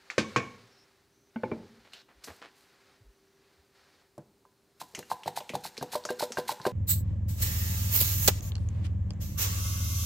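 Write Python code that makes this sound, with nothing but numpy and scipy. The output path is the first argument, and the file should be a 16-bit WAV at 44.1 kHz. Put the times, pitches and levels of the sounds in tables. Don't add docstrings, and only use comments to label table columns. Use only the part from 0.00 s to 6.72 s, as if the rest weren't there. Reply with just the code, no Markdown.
import sys
import numpy as np
from scipy import signal
from scipy.fft import rfft, irfft
from scipy.io import wavfile

SR = 44100
rng = np.random.default_rng(int(sys.argv[2]) if len(sys.argv) > 2 else 0)


def unload_wav(signal):
    wavfile.write(
        sys.argv[1],
        SR,
        np.round(np.clip(np.atleast_2d(signal).T, -1, 1) * 32767).astype(np.int16),
    )


N = 296352
TIME = np.arange(N) / SR

# (f/Hz, level/dB per Hz)
AIR_SPECTRUM = [(18, -34.5), (30, 0), (239, -5.5), (303, -3), (394, -7), (540, -11), (1430, -16.5),
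                (3310, -22), (4080, -19), (13300, -27), (16000, -24)]
AIR_DB, AIR_SIDE_DB = -69.5, -15
# (f/Hz, level/dB)
HUM_TONES = [(388, -73), (405, -75.5)]
# (t/s, level/dB)
RUSTLE_AND_BED_LEVEL = [(0, -65), (.3, -53.5), (.86, -68), (1.25, -81), (1.45, -62.5), (2.02, -67),
                        (2.04, -80.5), (2.3, -60), (2.5, -67.5), (2.949, -65), (3.05, -76), (3.3, -75),
                        (3.5, -68.5), (3.72, -75.5), (3.76, -64.5), (4.02, -68.5), (4.3, -100), (4.75, -80),
                        (4.98, -67), (6.72, -58.5)]
# (f/Hz, level/dB per Hz)
RUSTLE_AND_BED_SPECTRUM = [(290, -54), (500, 2.5), (631, -4), (761, 0.5), (906, -2), (1640, 1), (3200, -6),
                           (4400, -3.5), (16000, -30.5)]

# (t/s, body level/dB, pop f/Hz, crack level/dB, thump level/dB, ring after the pop level/dB, favoured mode f/Hz)
SLICER_BLOWS = [(.101, -22, 2120, -39, -70.5, -18, 2000), (.18, -11.5, 440, -24.5, -26, -1.5, 1100),
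                (.361, -11.5, 1210, -29, -24.5, 0.5, 1100)]
BOWL_BLOWS = [(1.359, -30.5, 226, -44, -51, -2, 226), (1.434, -24, 510, -39, -34, -2, 400),
              (1.515, -24, 376, -43.5, -35.5, -5.5, 297)]
# (f/Hz, level/dB, t60/s)
SLICER_BOARD_MODES = [(130.7, -17.5, 0.13), (221.5, -9.5, 0.25), (302, -13, 0.2), (488, -11.5, 0.23),
                      (1100, -13.5, 0.36), (1563, -12.5, 0.12), (1795, -10.5, 0.15), (2250, -17.5, 0.42),
                      (2310, -20.5, 0.23), (2424, -12.5, .2), (2560, -9, 0.1), (3300, -27.5, .12),
                      (4150, -24, 0.16), (4700, -26, 0.1), (5350, -29.5, .15)]
BOWL_BOARD_MODES = [(114, -20, 0.37), (226, 2, 0.24), (337.5, -5.5, 0.3), (380, -8, 0.24), (512, -1, 0.26),
                    (606, -3, 0.16), (870, 1.5, 0.12), (1057, 3, 0.049), (1500, 7, 0.027),
                    (2160, -4, 0.097), (2325, -1.5, 0.085), (2600, -15, 0.07)]
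SLICER_BOWL_MODES = [(238.5, -5.5, 0.12), (410.4, 0.5, 0.037), (492.5, -8.5, 0.22), (599, -1.5, 0.067),
                     (770, -2.5, 0.027), (895, 2, 0.034), (960, -6, 0.065), (1012, -9, 0.18),
                     (1584, -5.5, 0.058), (2365, -18, 0.043), (2800, -10.5, 0.07), (4150, -16, .06)]
# (f/Hz, t60/s)
ROOM_DECAY = [(120, 0.81), (500, 0.55), (2000, 0.39), (5000, 0.47), (12000, 0.24)]
ROOM_DB = -13.5

# (t/s, length t/s, f/Hz, level/dB)
FINGER_SLIDES = [(0.693, 0.15, 5350, -68.5), (0.744, 0.073, 4150, -78), (1.097, 0.2, 6000, -78),
                 (3.08, 0.33, 5840, -84), (4.25, 0.86, 4150, -90)]
# (t/s, peak level/dB, f/Hz)
TABLE_THUDS = [(1.81, -60, 56), (2.179, -55, 54.4), (2.309, -48, 80), (3.02, -53, 103),
               (3.079, -45.5, 47.5), (3.598, -58.5, 74.7)]
# (t/s, level/dB, length t/s, centre f/Hz)
SLICER_DRAGS = [(1.848, -61.5, 0.025, 1500), (2.084, -61, 0.037, 1100), (2.273, -45.5, 0.025, 1000),
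                (2.416, -50, 0.037, 1500), ]
# (t/s, hiss level/dB, length t/s, rise t/s, dullness 0-1, fall t60/s)
HAND_RUBS = [(1.919, -57, 0.1014, 0.0022, 0.83, 0.008), (2.237, -53, 0.0058, 0.0011, 0, 0.36),
             (2.553, -67, 0.073, 0.0068, 0.35, 0.31)]
# (t/s, level/dB, ring f/Hz)
BLADE_TICKS = [(1.9343, -34, 3300), (2.242, -32.5, 5600), (4.949, -27.5, 2540), (4.951, -28, 6130),
               (5.234, -36, 2910), (5.405, -38, 2850), (5.493, -26, 2570), (5.769, -36, 2600),
               (5.778, -30, 4700), (6.038, -39.5, 4530), (6.052, -25, 6060), (6.321, -25.5, 5770),
               (6.616, -40, 4600)]
TICK_T60_S, TICK_TAIL_S = 0.013, 0.18

# (t/s, body level/dB, pop f/Hz, thump level/dB, favoured mode f/Hz)
BOWL_RIM_KNOCKS = [(4.179, -38.5, 654, -37, 587), (4.452, -52, 1100, -86, 1000),
                   (4.937, -57, 423, -46, 400), (5.028, -39, 1800, -60, 2800), (5.102, -41, 925, -62, 1000),
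                   (5.499, -34, 493, -43, 252), (5.78, -36.5, 424, -53, 250), (6.052, -29, 1380, -48, 600),
                   (6.304, -37, 470, -52, 250), (6.599, -38.5, 1460, -42, 1010)]
RIM_CRACK_DB, RIM_RING_DB = -16.5, 1.2
# (t/s, hiss level/dB)
GLIDE_LEVEL = [(4.7, -96), (4.85, -69), (6.72, -68)]
# (f/Hz, level/dB per Hz)
HISS_SPECTRUM = [(710, -8), (1200, -16.5), (1380, -3.5), (2020, -7), (3080, -10), (4130, 6), (6440, -2.5),
                 (7100, -0.5), (12100, -4.5), (15000, -5.5), (16000, -54)]
# (snap t/s, snap level/dB, ring after it level/dB, hiss level/dB, hiss length t/s)
BLADE_CUTS = [(4.815, -32, -4.5, -45.5, 0.023), (5.115, -20.5, -1.5, -41.5, 0.023),
              (5.374, -21, -25, -40.5, 0.027), (5.652, -28.5, -24, -40.5, 0.034),
              (5.934, -26.5, -25, -39.5, 0.042), (6.207, -20.5, -40, -38.5, 0.048),
              (6.492, -19.5, -9, -38.5, 0.042)]
BITE_TO_SNAP_S, CUT_RISE_S, CUT_DULLNESS, CUT_FALL_S = 0.017, 0.0076, 0.38, 0.071
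SNAP_HZ, SNAP_CRACK_DB, SNAP_THUMP_DB, SNAP_FAVOURS_HZ = 855, -50, -45, 1000
# (t/s, first bump level/dB, its favoured mode f/Hz, thump level/dB, gap t/s,
#  second bump level/dB, ring after it level/dB, hiss level/dB)
RAMP_RETURNS = [(4.977, -45, 600, -38, 0.013, -36.5, 3, -46),
                (5.259, -35, 600, -38, .018, -19.5, -16.5, -37.5),
                (5.536, -33.5, 630, -35, .016, -18.5, -11, -37),
                (5.811, -38.5, 1630, -31.5, .015, -21, -2.5, -42.5),
                (6.089, -28, 1540, -64, .015, -29, 11.5, -35),
                (6.371, -24.5, 1500, -34.5, 0.013, -23.5, 7.5, -30.5),
                (6.652, -22.5, 1500, -59, 0.013, -17.5, 7, -29.5)]
RETURN_LEAD_S, RETURN_HOLD_S, RETURN_RISE_S = 0.0017, 0.0037, 0.036
RETURN_DULLNESS, RETURN_FALL_S = 0.59, 0.058
FIRST_HZ, FIRST_CRACK_DB, FIRST_RING_DB = 690, -21, 7
SECOND_HZ, SECOND_CRACK_DB, SECOND_THUMP_DB, SECOND_FAVOURS_HZ = 808, -35.5, -17.5, 454
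# (t/s, body level/dB)
SLICE_LANDINGS = [(5.405, -40), (5.953, -24.5), (6.225, -24.5), (6.517, -34)]
LAND_HZ, LAND_CRACK_DB, LAND_THUMP_DB = 885, -26, -29
LAND_RING_DB, LAND_FAVOURS_HZ = 6, 600

SIDE_DB, LEAN_DB = -21, -36
MIC_LOW_HZ, CUTOFF_HZ = 63, 16300


def from_db(db):
    return 10 ** (np.asarray(db) / 20)


def rms_one(x):
    return x / np.sqrt(np.mean(x ** 2) + 1e-20)


def unit_energy(x):
    return x / np.sqrt(np.sum(x ** 2))


def at_hz(points, hz):
    table_hz, values = np.transpose(points)
    return np.interp(np.log(hz + 1), np.log(table_hz), values)


def coloured(spectrum, size=N):
    hz = np.fft.rfftfreq(size, 1 / SR)
    white = rng.standard_normal(size)
    return rms_one(irfft(rfft(white) * from_db(at_hz(spectrum, hz)), size))


def drift(rate):
    r = np.exp(-2 * np.pi * rate / SR)
    wander = signal.lfilter([1], [1, -2 * r, r * r], rng.standard_normal(N + SR))
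    return rms_one(wander[SR:])


def band(x, low_hz, high_hz):
    return signal.sosfilt(signal.butter(2, [low_hz, high_hz], "band", fs=SR, output="sos"), x)


def dying(t, t60):
    return from_db(-60 * t / max(t60, .003))


def hold(s, length, rise, fall):
    t = np.maximum(TIME - s, 0)
    return np.minimum(t / max(rise, .001), 1) * dying(np.maximum(t - length, 0), fall)


def add(out, s, sound):
    i = round(s * SR)
    out[i:i + len(sound)] += sound[:N - i]


def air(level_db):
    return from_db(level_db) * coloured(AIR_SPECTRUM)


def hum():
    out = np.zeros(N)
    for hz, level_db in HUM_TONES:
        phase = 2 * np.pi * hz * TIME + 0.27 * drift(1.7)
        out += from_db(level_db + 2.0 * drift(4)) * np.sin(phase)
    return out


def rustle_and_bed():
    s, level_db = np.transpose(RUSTLE_AND_BED_LEVEL)
    level = from_db(np.interp(TIME, s, level_db) + 0.82 * drift(47))
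    return level * coloured(RUSTLE_AND_BED_SPECTRUM)


def clatter(size, spread_s):
    t = np.arange(size) / SR
    bounce = (rng.random(size) < 600 / SR) * rng.choice([-.35, .35], size) * dying(t, spread_s)
    bounce[0] = 1
    return unit_energy(bounce)


def ringing_mode(t, hz, t60, rough):
    knots = np.arange(0, .6, 13.0 / hz)
    strengths = np.r_[.8, rng.uniform(-0.66, 1, len(knots) - 1)]
    waver = 1 - rough + rough * np.interp(t, knots, strengths)
    return waver * np.sin(2 * np.pi * hz * t) * dying(t, t60) * np.minimum(t / 0.0014, 1)


def blows(events, modes, pop_cycles, thump_hz, shudder_t60, crack_hz, crack_t60, focus_db, spread_s, rough):
    out, t = np.zeros(N), np.arange(SR // 2) / SR
    for s, body_db, pop_hz, crack_db, thump_db, ring_db, favoured_hz in events:
        cycles = pop_hz * t / pop_cycles
        swell = (cycles * np.exp(1 - cycles)) ** 2
        body = np.sin(2 * np.pi * pop_hz * t) * swell
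        for hz, level_db, t60 in modes:
            near_db = -focus_db * abs(np.log2(hz / favoured_hz))
            body += from_db(level_db + ring_db + near_db) * ringing_mode(t, hz, t60, rough)
        white = rng.standard_normal((2, len(t)))
        grit = rms_one(band(band(white[0], 600, crack_hz), 300, min(1.2 * crack_hz, 20000)))
        crack = grit * dying(t, crack_t60) * np.minimum(t / 0.0008, 1)
        contact = from_db(body_db) * body + from_db(crack_db) * crack
        sound = signal.fftconvolve(contact, clatter(2000, spread_s))
        shudder = .5 * rms_one(band(white[1], .7 * thump_hz, 3.13 * thump_hz)) * dying(t, shudder_t60)
        thump = np.sin(2 * np.pi * thump_hz * t) * dying(t, 0.0722) + shudder
        sound[:len(t)] += from_db(thump_db) * thump * np.minimum(t / 0.0068, 1)
        add(out, s, sound)
    return out


def slicer_set_down():
    return blows(SLICER_BLOWS, SLICER_BOARD_MODES, pop_cycles=0.97, thump_hz=135, shudder_t60=.3,
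                 crack_hz=5600, crack_t60=0.13, focus_db=1.0, spread_s=0.029, rough=1.0)


def kitchen(x):
    t = np.arange(round(.8 * SR)) / SR
    white = rng.standard_normal(len(t))
    tail = np.zeros(len(t))
    for hz in 50 * 2. ** np.arange(9):
        tail += band(white, hz / np.sqrt(2), hz * np.sqrt(2)) * dying(t, at_hz(ROOM_DECAY, hz))
    tail *= np.minimum(t / 0.002, 1)
    return signal.fftconvolve(x, unit_energy(tail))[:N]


def smear(dry):
    t = np.arange(400) / SR
    burst = rng.standard_normal(400) * dying(t, .01)
    treble = band(dry, 5000, 16000) + 0.17 * band(dry, 300, 5000)
    return from_db(SIDE_DB) * signal.fftconvolve(treble, unit_energy(burst))[:N]


def finger_slides():
    out, white = np.zeros(N), rng.standard_normal(N)
    for s, length, hz, level_db in FINGER_SLIDES:
        whistle = rms_one(band(white, hz * .95, hz * 1.05))
        out += from_db(level_db) * hold(s, length, 0.035, 0.061) * whistle
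    return out


def bowl_set_down():
    return blows(BOWL_BLOWS, BOWL_BOARD_MODES, pop_cycles=1.47, thump_hz=115, shudder_t60=0.48,
                 crack_hz=2750, crack_t60=0.03, focus_db=2.5, spread_s=0.056, rough=1.0)


def table_thuds():
    out = np.zeros(N)
    for s, peak_db, hz in TABLE_THUDS:
        push = (TIME - s) * hz / 1.3
        out += from_db(peak_db) * np.exp(-push ** 2) * np.cos(2 * np.pi * hz * (TIME - s))
    return out


def drags():
    sizes = from_db(2.1 * rng.exponential(1, N).clip(0, 3))
    slips = (rng.random(N) < 3000 / SR) * rng.standard_normal(N) * sizes
    out = np.zeros(N)
    for s, level_db, length, hz in SLICER_DRAGS:
        rattle = rms_one(band(band(slips, hz / 6.9, hz * 1.68), 100, hz * 5.9))
        out += from_db(level_db) * hold(s, length, 0.00087, 0.15) * rattle
    return out


def strokes():
    crunch = (rng.random(N) < 500 / SR) * rng.standard_normal(N)
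    wet = coloured(HISS_SPECTRUM) * from_db(2.97 * drift(130))
    bright = wet + 0.36 * rms_one(band(crunch, 1700, 13500))
    dull = rms_one(band(bright, 360, 3740))
    out = from_db(np.interp(TIME, *np.transpose(GLIDE_LEVEL))) * bright
    for s, hiss_db, length, rise, dullness, fall in HAND_RUBS + passes():
        share = np.clip(dullness, 0, 1)
        approach = 0.092 * np.exp(-abs(TIME - s) / 0.011) * (s > 4.5)
        trail = 0.28 * hold(s, length, rise, 1.2 * fall)
        envelope = hold(s, length, rise, fall) + trail + approach
        out += from_db(hiss_db) * envelope * ((1 - share) * bright + share * dull)
    return out


def ticks():
    out, t = np.zeros(N), np.arange(SR // 5) / SR
    for s, level_db, ring_hz in BLADE_TICKS:
        white = rng.standard_normal(len(t))
        snap = band(1. * (t == 0), 780, 4800)
        click = 10.8 * snap + 0.48 * rms_one(band(white, 560, 6800)) * dying(t, 0.08)
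        decay = dying(t, TICK_T60_S) + .25 * dying(t, TICK_TAIL_S)
        ring = rms_one(band(white, ring_hz * 0.75, ring_hz * 1.13)) * decay
        add(out, s, from_db(level_db) * (0.37 * click + 0.44 * ring))
    return out


def knock_rows():
    rows = []
    for s, db, hz, thump_db, mode_hz in BOWL_RIM_KNOCKS:
        rows.append((s, db, hz, db + RIM_CRACK_DB, thump_db, RIM_RING_DB, mode_hz))
    for s, db, ring_db, _, _ in BLADE_CUTS:
        rows.append((s, db, SNAP_HZ, SNAP_CRACK_DB, SNAP_THUMP_DB, ring_db, SNAP_FAVOURS_HZ))
    for s, first_db, mode_hz, thump_db, gap, second_db, ring_db, _ in RAMP_RETURNS:
        rows.append((s, first_db, FIRST_HZ, first_db + FIRST_CRACK_DB, thump_db, FIRST_RING_DB, mode_hz))
        rows.append((s + gap, second_db, SECOND_HZ, SECOND_CRACK_DB, second_db + SECOND_THUMP_DB,
                     ring_db, SECOND_FAVOURS_HZ))
    for s, db in SLICE_LANDINGS:
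        rows.append((s, db, LAND_HZ, db + LAND_CRACK_DB, db + LAND_THUMP_DB, LAND_RING_DB, LAND_FAVOURS_HZ))
    return rows


def slicing_knocks():
    return blows(knock_rows(), SLICER_BOWL_MODES, pop_cycles=1.41, thump_hz=143.5, shudder_t60=0.16,
                 crack_hz=12600, crack_t60=0.029, focus_db=14.0, spread_s=0.031, rough=0.32)


def passes():
    rows = []
    for s, _, _, hiss_db, length in BLADE_CUTS:
        rows.append((s - BITE_TO_SNAP_S, hiss_db, length, CUT_RISE_S, CUT_DULLNESS, CUT_FALL_S))
    for s, _, _, _, gap, _, _, hiss_db in RAMP_RETURNS:
        rows.append((s - RETURN_LEAD_S, hiss_db, gap + RETURN_HOLD_S,
                     RETURN_RISE_S, RETURN_DULLNESS, RETURN_FALL_S))
    return rows


def scene():
    dry = slicer_set_down() + bowl_set_down() + drags() + strokes() + ticks() + slicing_knocks()
    mid = dry + from_db(ROOM_DB) * kitchen(dry)
    mid += air(AIR_DB) + hum() + rustle_and_bed() + finger_slides() + table_thuds()
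    side = smear(dry) - from_db(LEAN_DB) * dry + air(AIR_DB + AIR_SIDE_DB)
    return np.array([mid + side, mid - side])


def record(dry):
    thin = signal.sosfilt(signal.butter(2, MIC_LOW_HZ, "high", fs=SR, output="sos"), dry)
    return signal.sosfilt(signal.cheby2(14, 60, CUTOFF_HZ, fs=SR, output="sos"), thin)


dry = scene()
out = record(dry)
unload_wav(out)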